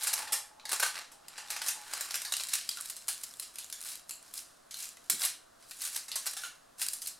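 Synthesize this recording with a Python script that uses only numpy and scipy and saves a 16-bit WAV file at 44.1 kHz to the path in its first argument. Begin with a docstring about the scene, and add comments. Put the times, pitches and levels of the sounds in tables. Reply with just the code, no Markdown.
"""Hands fold aluminium foil on a cardboard-covered table, close by in a small, quiet room.
First the sheet slides over the board as it is folded. Its small flat patches (facets) buckle with
sharp snaps, and tiny wrinkles give way in a fine rustle. Between 2 and 3 seconds a fingertip scuffs
the crease twice and the sliding fades. Just after 5 seconds come the loudest snap and a soft thump
of the board. The creasing goes on to the end, and the room rings briefly after every snap."""
import sys
import numpy as np
from scipy import signal
from scipy.fft import rfft, irfft, next_fast_len
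from scipy.io import wavfile
from scipy.ndimage import uniform_filter1d

SR = 44100
rng = np.random.default_rng(int(sys.argv[2]) if len(sys.argv) > 2 else 0)


def put_to_file(sound):
    """Save the sound as 16-bit audio at rate SR, in the file named by the first command-line argument."""
    columns = np.atleast_2d(sound).T  # one column per channel
    safe = np.clip(columns, -1, 1)
    whole_steps = np.round(safe * 32767)
    wavfile.write(sys.argv[1], SR, whole_steps.astype(np.int16))


N = 317079
TIME = np.arange(N) / SR

# The main snaps. Each row: start in seconds, level in dB, fade time in seconds, treble boost in dB,
# the facet's pitch in Hz, level sent into the room in dB compared with the direct sound.
MAIN_SNAPS = [(0.0325, -27.5, 0.0094, 7.5, 10700, -13), (0.0685, -24, 0.012, 0.5, 7720, -0.5),
              (0.1295, -27.5, 0.0097, 2.5, 5050, -14), (0.1346, -23.5, 0.0061, 4, 9500.0, -5),
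              (0.2718, -40.0, 0.0078, -9, 1810.0, 3), (0.3215, -32.5, 0.0033, 5, 8230, 12),
              (0.3294, -24.5, 0.0073, 5.5, 10000, -1), (0.5975, -51.5, 0.0011, -24.5, 1087, 2),
              (0.6538, -38, 0.0031, -13, 3920, 1.5), (0.6918, -34.5, 0.0045, -5, 1040.0, 2),
              (0.7157, -26.5, 0.0057, 2, 8850.0, -9), (0.7287, -25.5, 0.0066, 1, 1176, -0.5),
              (0.7593, -37, 0.0055, -1, 1700.0, 1), (0.797, -25, 0.0073, 0, 9900, -3),
              (0.8254, -27, 0.0052, -6, 4100.0, -0.5), (0.8299, -22.5, 0.0069, -7, 1510, -3),
              (0.862, -32.5, 0.0042, -2, 1480.0, 0.5), (0.9672, -40, 0.0066, -13, 1489, 0),
              (1.1163, -49, 0.0067, -1, 910.0, 2.5), (1.2823, -42.5, 0.0025, 2, 4800, -2.5),
              (1.3781, -41.5, 0.0041, -11.5, 1640, 7), (1.5027, -30.5, 0.0059, -0.5, 6550, -0.5),
              (1.5614, -34, 0.0072, -8, 930.0, 0.5), (1.6152, -31.5, 0.0063, -7.5, 1470, -1),
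              (1.6831, -26, 0.0064, 3.5, 6050.0, 2.5), (1.9353, -31.0, 0.003, 0.5, 1712, -4),
              (2.0091, -31.5, 0.0015, 4, 8000, 1.5), (2.1074, -34, 0.0031, -4, 5400, -3),
              (2.1404, -31.5, 0.0058, -6, 2420, 4.5), (2.1538, -32, 0.0056, 12, 8750, -6.5),
              (2.2175, -35, 0.0036, 1, 3840, -3), (2.2489, -37, 0.0034, -3, 3760, 6),
              (2.3216, -27, 0.0037, -3.5, 3840, -1.5), (2.3374, -29.5, 0.0025, -7.5, 2840, -2.5),
              (2.367, -30.5, 0.0017, -2, 9300, -4), (2.3978, -34.0, 0.003, -28, 4050.0, -11),
              (2.4055, -34.5, 0.0042, -16, 10000, -3), (2.4352, -34, 0.0032, -1, 3840.0, -12),
              (2.4862, -38, 0.0029, -1, 9300, 3), (2.5341, -23.5, 0.0065, -2.5, 8720, -3),
              (2.5523, -29, 0.0044, -3, 13850, -7.5), (2.6908, -27.0, 0.0018, -2, 4740, -5.5),
              (2.7114, -37, 0.0047, -8, 4000, 2), (2.7719, -38.5, 0.0012, -6, 1431.0, -5),
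              (2.8091, -35, 0.002, 6, 9150, -4), (2.8574, -39.0, 0.0015, 6, 4200, -16),
              (2.8975, -33.0, 0.0066, 4, 9350.0, -6), (2.9646, -39.5, 0.0051, 0.5, 9670, -0.5),
              (3.0813, -28.5, 0.0059, 2, 9900.0, -13), (3.086, -29, 0.0042, -0.5, 9900, 1.5),
              (3.2348, -33, 0.0049, 5, 9570, -8), (3.3386, -46.5, 0.00078, -4.5, 3600.0, -10),
              (3.3971, -32.5, 0.0027, 8, 4040, -3), (3.4223, -40.5, 0.009, -3, 8900, 3),
              (3.5568, -42, 0.0021, -5, 9100.0, -1), (3.5847, -36.5, 0.0033, 0, 9030, 1.5),
              (3.644, -42.5, 0.0013, -2.5, 7500.0, -16), (3.6995, -42.0, 0.0025, -1, 8350, -6),
              (3.7255, -35.5, 0.0028, -0.5, 5730, 1), (3.8126, -40.5, 0.0037, 2, 11400.0, -15),
              (4.0928, -37, 0.0056, 1, 6040.0, -9), (4.109, -37.5, 0.00061, -1, 12500, 2),
              (4.3382, -38.5, 0.0021, 6.5, 9300.0, -3), (4.7085, -42, 0.0061, -6.5, 6660, 3.5),
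              (4.7424, -38.5, 0.0017, -5.5, 3870.0, -1), (4.9695, -50.5, 0.0016, -13, 2080, -2),
              (5.0986, -20, 0.0041, 5, 10400, 0), (5.2183, -30, 0.0015, -2.5, 4940, -6),
              (5.2364, -31.5, 0.0077, -13, 4070.0, 2), (5.2501, -23.5, 0.0056, 8.5, 9200, -3),
              (5.7099, -42.0, 0.0069, -13, 14550, -2), (5.8167, -33, 0.0042, 1, 9900.0, -2),
              (5.8496, -33.5, 0.0044, 1, 7040, -5), (5.96, -29, 0.0049, -4, 11380, -16),
              (6.0813, -41, 0.0049, -4, 5570, 3), (6.1167, -35.5, 0.0016, -10, 8200, 3.5),
              (6.1561, -27.5, 0.007, 2.5, 9600.0, 0.5), (6.2631, -29.5, 0.0057, 2, 13300, -9),
              (6.2697, -29.5, 0.0089, 0, 11100.0, -2), (6.3085, -38.5, 0.0075, 4, 5050, -12),
              (6.3322, -37.5, 0.0053, 2, 9400, -3), (6.3671, -35.5, 0.0062, -2.5, 1390, 3.5),
              (6.4353, -40, 0.0011, -13.5, 1390, 8), (6.815, -27.5, 0.0075, 1.5, 2820, -2),
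              (6.8247, -30.5, 0.0082, 1, 7550, -1), (6.8644, -34.0, 0.003, 0, 9650.0, -10),
              (6.8849, -29, 0.002, 4, 4750.0, -6), (6.9329, -31, 0.0049, 6.5, 10400, -1),
              (7.0179, -35.0, 0.0065, 4, 4700, 0), (7.0714, -31.5, 0.0056, 8, 9030, -3.5)]
# The foil's overall tone. Each row: frequency in Hz, level in dB.
FOIL_TONE = [(120, -43), (200, -31), (400, -16), (600, -9.5), (950, -4.5), (1270, -4), (2250, -4),
             (3400, -3.5), (4100, -2.5), (6000, -0.5), (9000, 4), (11000, 2), (13100, -2.5), (16000, -15)]
# Peaks and a dip in the folded sheet's tone. Each row: frequency in Hz, width in Hz, boost in dB.
SHEET_RESONANCES = [(1013, 71, -3.5), (1127, 18, 4), (1690, 600, 3), (2754, 84, 4), (4027, 270, 5),
                    (5010, 1100, 3)]
# A loose sheet sounds full, a flattened one thin. Each row: time in seconds, boost of the lows in dB.
SHEET_SLACK = [(0, -3), (0.35, 10.5), (0.63, -10.5), (0.74, 8.5), (0.85, 6), (1.5, 3), (2.15, 3),
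               (2.35, -5.5), (2.65, -11), (3.1, -3.5), (3.3, -3.5), (3.6, -4), (4.3, -6), (4.8, -11),
               (5.15, 0), (5.8, -8), (6.25, 1), (6.8, -2), (7.0, -10.5)]
# The hands bend or smooth the sheet. Each row: time of the peak in seconds, rise time in seconds,
# fall time in seconds, level in dB, treble boost in dB.
HAND_STROKES = [(0.07, 0.1, 0.044, -39.5, -5), (0.19, 0.024, 0.04, -39, -3.5), (0.74, 0.031, 0.02, -45, -8),
                (0.826, 0.012, 0.037, -34.5, 1), (0.962, 0.021, 0.056, -47, -11),
                (1.39, 0.11, 0.11, -57, -16), (1.529, 0.038, 0.041, -45.5, -4),
                (1.679, 0.023, 0.012, -35, 1), (1.96, 0.11, 0.16, -44.5, -6.5), (2.17, 0.12, 0.19, -51, 7),
                (2.42, 0.11, 0.074, -45, -1.5), (2.54, 0.055, 0.09, -43.5, -7.5),
                (2.88, 0.2, 0.11, -51, -2), (3.1, 0.012, 0.023, -39, 4), (3.19, 0.096, 0.21, -54.5, 1),
                (3.72, 0.26, 0.066, -57, 1), (3.89, 0.062, 0.048, -42, 1.5), (4.11, 0.018, 0.035, -52, 10),
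                (4.25, 0.057, 0.23, -61, -4), (4.376, 0.026, 0.03, -44, 2.5),
                (4.815, 0.04, 0.053, -43.5, -0.5), (5.05, 0.07, 0.099, -64, -1),
                (5.224, 0.019, 0.037, -34, 3), (5.64, 0.036, 0.033, -61, -6), (5.721, 0.024, 0.024, -49, 5),
                (5.839, 0.046, 0.081, -42, 0.5), (5.958, 0.026, 0.044, -40.5, 0.5),
                (6.28, 0.044, 0.012, -44, -1), (6.43, 0.037, 0.051, -48, 1), (6.798, 0.0098, 0.1, -42.5, 4),
                (7.07, 0.025, 0.029, -46.5, -1)]
# The sheet slides on the cardboard. Each row: time in seconds, level in dB, hollow note in Hz.
SLIDE_PATH = [(0, -61, 885), (0.199, -53.5, 901), (0.381, -65, 847), (0.68, -61.5, 861), (1.28, -74.5, 826),
              (1.55, -62, 849.5), (1.849, -63, 876), (2.15, -81, 925), (2.45, -69, 1037)]
# A fingertip on the crease. Each row: start in seconds, rise time in seconds, level in dB, pitch in Hz.
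FINGER_SCUFFS = [(2.27, 0.015, -58, 999), (2.774, 0.015, -52.5, 1405)]
# The board bumps as a hand lifts off. Each row: start in seconds, level in dB, pitch in Hz.
BOARD_THUMPS = [(5.103, -52, 264), (5.128, -47, 285), (5.156, -58, 170)]
# How long the room rings. Each row: frequency in Hz, seconds to fade by 60 dB.
ECHO_FADE = [(200, 0.1), (800, 0.32), (2000, 0.34), (5500, 0.34), (10000, 0.28), (15000, 0.21)]
# The echoes' tone; the walls swallow the top treble. Each row: frequency in Hz, level in dB.
ECHO_TONE = [(300, -5), (4000, 2), (10000, 0.5), (15000, -4)]
# How wide the echoes sound. "Mid" is what both ears share, "side" is what sets them apart.
# Each row: frequency in Hz, side level compared with mid in dB.
ECHO_WIDTH = [(100, -5), (380, -15), (700, -20), (1000, -12), (1400, -29.5), (2500, -26), (4400, -24.5),
              (8000, -17.5), (15000, -4.5)]
# The hush of the still room. 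Each row: frequency in Hz, level in dB.
HUSH_TONE = [(12, 0), (20, -9), (91, -10), (182, -9.5), (290, -7), (388, -12), (542, -9), (698, -5),
             (825, -10.5), (1150, -5), (1570, -7.5), (2260, -18.5), (4060, -16), (10000, -18), (16000, -32)]
# How wide the hush sounds. Each row: frequency in Hz, side level compared with mid in dB.
HUSH_WIDTH = [(50, -13), (150, -10), (400, 2.5), (610, 2), (680, 11.5), (760, -0.5), (1300, -7),
              (4000, -7.5), (15000, -18)]


def snap(db, fade_s, lows_db, treble_db, ring_hz, crack_s=0.00016, ring_cycles=15, size=2048):
    """A facet flips with a quick run of buckles and a ping. Returns the direct sound and the room's feed."""
    t, hz = np.arange(size) / SR, frequencies(size)
    # a long run takes a moment to build; a short one is a bare tick
    rise = 1 - np.exp(-t / (0.22 * fade_s))
    fade = np.exp(-t / fade_s) + 0.45 * np.exp(-t / crack_s)
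    surges = np.exp(0.37 * normalize(uniform_filter1d(rng.standard_normal(size), size=48)))
    crackle = rng.standard_normal(size) * surges * fade
    # an uneven facet rings at three close pitches; high ones fade sooner, fingers damp the low ones
    pitches_hz = ring_hz * np.exp(0.039 * rng.standard_normal((3, 1)))
    tones = np.sin(2 * np.pi * (pitches_hz * t + rng.random((3, 1)))).sum(axis=0)
    decay = np.exp(-t * (ring_hz / ring_cycles + 120)) * ring_hz / (ring_hz + 3000)
    drive = 0.61 * (fade_s / 0.0027) ** 0.14  # a longer run shakes the facet harder
    ping = drive * decay * tones
    # the flat facet aims its ping one way, so the room gets less of it
    bursts = rise * np.array([crackle + ping, crackle + 0.5 * ping])
    lows, _, treble = band_shares(hz)
    sounds = irfft(rfft(bursts) * ringing_filter(sheet_db(hz) + lows * lows_db + treble * treble_db))
    # db is the level the snap would have if it lasted 5 ms
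    return gain(db) * sounds / np.sqrt(np.sum(sounds ** 2, axis=1, keepdims=True) / (0.005 * SR))


def snaps(rows, places=6):
    """Facets lie at several places and face different ways, so each feeds the room by its own amount."""
    direct, to_room = np.zeros(N), np.zeros((places, N))
    for k, (start_s, db, fade_s, treble_db, ring_hz, room_db) in enumerate(rows):
        near, spread = snap(db, fade_s, lows_db_at(start_s), treble_db, ring_hz)
        add(direct, start_s, near)
        add(to_room[k % places], start_s, gain(room_db) * spread)
    return direct, to_room


def small_snaps(level_db, treble_db, tries_per_s=28, fade_s=0.0012, ring_hz=7000, room_db=-9, slots=400):
    """Small facets flip at random, louder as the hands work harder. Returns rows like MAIN_SNAPS."""
    rows = []
    draws = rng.random((slots, 2))
    variations = np.clip(rng.standard_normal((slots, 3)), -2, 2)
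    for (when, chance), (size, tint, pitch) in zip(draws, variations):
        i = int(when * N)
        db = min(level_db[i] + 6 + 3 * size, -40)
        if chance < tries_per_s * N / SR / slots and db > -54:  # skip the faintest
            rows.append((TIME[i], db, fade_s, treble_db[i] + 3 * tint, ring_hz * 2 ** (pitch / 2), room_db))
    return rows


def hand_effort(drop_db=8, roundness=1.25):
    """Each stroke of the hands swells and dies away. Returns level and treble boost over time, in dB."""
    power, weighted_treble = np.zeros(N), np.zeros(N)
    for peak_s, rise_s, fall_s, db, treble_db in HAND_STROKES:
        from_peak = np.maximum((peak_s - TIME) / rise_s, (TIME - peak_s) / fall_s)
        stroke = gain(db - drop_db * np.minimum(from_peak, 10) ** roundness) ** 2
        power += stroke
        weighted_treble += stroke * treble_db
    return 10 * np.log10(power), weighted_treble / power


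def rustle(level_db, treble_db, per_s=1100, spread_db=5, ring_s=0.0033, skin_hiss=0.45):
    """Many tiny wrinkles give way, each a short burst, over the smooth hiss of skin on metal."""
    sizes = gain(spread_db * np.minimum(rng.exponential(size=N), 4))
    buckles = sizes * (rng.random(N) < per_s / SR)
    power = signal.lfilter([1], [1, -np.exp(-2 / (ring_s * SR))], buckles ** 2)
    grains = rng.standard_normal(N) * np.sqrt(power / power.mean() + skin_hiss ** 2)
    size = 2 * next_fast_len(N // 2 + 1)
    hz = frequencies(size)
    spectrum = rfft(grains, size) * ringing_filter(sheet_db(hz))
    bands = [irfft(spectrum * share)[:N] for share in band_shares(hz)]
    gains = gain(lows_db_at(TIME) + 2), 1, gain(treble_db)
    strength = np.sqrt(sum(g ** 2 * band.var() for g, band in zip(gains, bands)))
    return gain(level_db - 0.5) * sum(g * band for g, band in zip(gains, bands)) / strength


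def sheet_db(hz):
    """The foil's overall tone with the sheet's resonances on top, in dB."""
    resonances = sum(db / (1 + (2 * (hz - f) / width) ** 2) for f, width, db in SHEET_RESONANCES)
    return look_up(FOIL_TONE, hz) + resonances


def lows_db_at(seconds):
    """The looser the sheet is at this time, the stronger its low sounds."""
    return np.interp(seconds, *np.transpose(SHEET_SLACK))


def band_shares(hz, lows_below_hz=1990, treble_above_hz=6050):
    """Split the sound into lows, middle and treble: the shares of large, medium and tiny facets."""
    lows = 1 / (1 + (hz / lows_below_hz) ** 4)
    treble = 1 - 1 / (1 + (hz / treble_above_hz) ** 4)
    return lows, 1 - lows - treble, treble


def slide(catch_db=4.5, release_s=0.074):
    """The sheet catches and slips, sounding the air pocket under it; the note rises as the fold flattens."""
    times, levels, pitches = np.transpose(SLIDE_PATH)
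    db, hz = np.interp(TIME, times, levels), np.interp(TIME, times, pitches)
    release = np.exp(-np.maximum(TIME - times[-1], 0) / release_s)
    loudness = gain(db + catch_db * wander(10)) * release
    return loudness * rubbed_note(hz, core_hz=51, rough_hz=348.4, rough_db=-6.5)


def scuffs():
    """Skin drags on the crease for a moment: a brief, rough note."""
    out = np.zeros(N)
    for start_s, rise_s, db, hz in FINGER_SCUFFS:
        age = np.maximum(TIME - start_s, 0) / rise_s
        out += gain(db) * age * np.exp(1 - age) * rubbed_note(hz, core_hz=150, rough_hz=397, rough_db=-7)
    return out


def rubbed_note(hz, core_hz, rough_hz, rough_db):
    """Rubbing makes an unsteady note: a narrow band of noise inside a wider, rougher one."""
    note = np.exp(2j * np.pi * np.cumsum(hz * np.ones(N)) / SR)
    core, rough = (np.real((wander(width) + 1j * wander(width)) * note) for width in (core_hz, rough_hz))
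    return core + gain(rough_db) * rough


def thumps(rise_s=0.01, width=0.61):
    """The cardboard springs back: dull, papery bumps so close that they blur into one."""
    out, t = np.zeros(N), np.arange(SR // 5) / SR
    swell = t / rise_s * np.exp(1 - t / rise_s)
    for start_s, db, hz in BOARD_THUMPS:
        tone = [(hz / np.exp(2 * width), -24), (hz, 0), (hz * np.exp(width), -20)]
        flutter = normalize(shape_tone(rng.standard_normal(len(t)), tone))
        add(out, start_s, gain(db) * swell * flutter)
    return out


def room_echoes(places, level_db=-2):
    """The room rings, with its own echoes for each place on the sheet. Returns mid and side."""
    mid = sum(signal.oaconvolve(sound, echo_tail())[:N] for sound in places)
    side = signal.oaconvolve(sum(places), echo_tail())[:N]
    return gain(level_db) * np.array([mid, shape_tone(side, ECHO_WIDTH)])


def echo_tail(build_s=0.00064, size=20000, bands=7):
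    """The room's answer to one click: echoes build quickly and die soonest in the bass and top treble."""
    t, hz = np.arange(size) / SR, frequencies(size)
    noise = rfft(rng.standard_normal(size)) * gain(look_up(ECHO_TONE, hz))
    centres_hz = np.geomspace(ECHO_FADE[0][0], ECHO_FADE[-1][0], bands)
    tail = np.zeros(size)
    for centre_hz, weights in zip(centres_hz, np.eye(bands)):
        band = irfft(noise * np.interp(np.log(hz), np.log(centres_hz), weights))
        tail += band * gain(-60 * t / look_up(ECHO_FADE, centre_hz))
    tail *= np.sqrt(1 - np.exp(-t / build_s))
    return tail / np.sqrt(np.sum(tail ** 2))


def room_hush(level_db=-63):
    """The faint, steady noise of the still room. Returns mid and side."""
    mid, side = (normalize(shape_tone(rng.standard_normal(N), HUSH_TONE)) for _ in range(2))
    return gain(level_db) * np.array([mid, shape_tone(side, HUSH_WIDTH)])


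def gain(db):
    """Turn decibels into a number to multiply by."""
    return 10 ** (np.asarray(db) / 20)


def normalize(x):
    """Scale a sound to an average power of 1."""
    return x / np.sqrt(np.mean(x ** 2))


def frequencies(size):
    """The frequencies in Hz that make up a sound of this many samples."""
    return np.maximum(np.fft.rfftfreq(size, 1 / SR), 1)


def look_up(points, hz):
    """Read between (Hz, value) points, with every octave equally wide."""
    point_hz, values = np.transpose(points)
    return np.interp(np.log(hz), np.log(point_hz), values)


def shape_tone(x, points):
    """Turn a sound's frequencies up or down along (Hz, dB) points."""
    size = next_fast_len(len(x))
    return irfft(rfft(x, size) * gain(look_up(points, frequencies(size))), size)[:len(x)]


def ringing_filter(db):
    """A filter with these levels that rings only after a hit, never before (minimum phase)."""
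    cepstrum = irfft(np.log(gain(db)))
    half = len(cepstrum) // 2
    cepstrum[1:half] *= 2
    cepstrum[half + 1:] = 0
    return np.exp(rfft(cepstrum))


def wander(hz):
    """A random wobble, mostly slower than hz, with a typical size of 1."""
    return normalize(signal.sosfilt(signal.butter(2, hz, fs=SR, output="sos"), rng.standard_normal(N)))


def add(track, start_s, sound):
    """Mix a sound into a track at the given time."""
    start = max(int(start_s * SR), 0)
    part = track[start:start + len(sound)]
    part += sound[:len(part)]


def scene(handling_room_db=-1, balance_db=-0.12):
    """The foil lies straight ahead; only the room gives width. Returns left and right."""
    level_db, treble_db = hand_effort()
    handling = rustle(level_db, treble_db) + slide() + scuffs() + thumps()
    direct_snaps, snaps_to_room = snaps(MAIN_SNAPS + small_snaps(level_db, treble_db))
    mid, side = room_echoes([*snaps_to_room, gain(handling_room_db) * handling]) + room_hush()
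    mid = mid + direct_snaps + handling
    return np.array([(mid + side) * gain(balance_db / 2), (mid - side) * gain(-balance_db / 2)])


def record(dry, top_hz=16100):
    """Cut away the very highest treble."""
    return signal.sosfilt(signal.ellip(10, 0.2, 80, top_hz, fs=SR, output="sos"), dry)


dry = scene()
out = record(dry)
put_to_file(out)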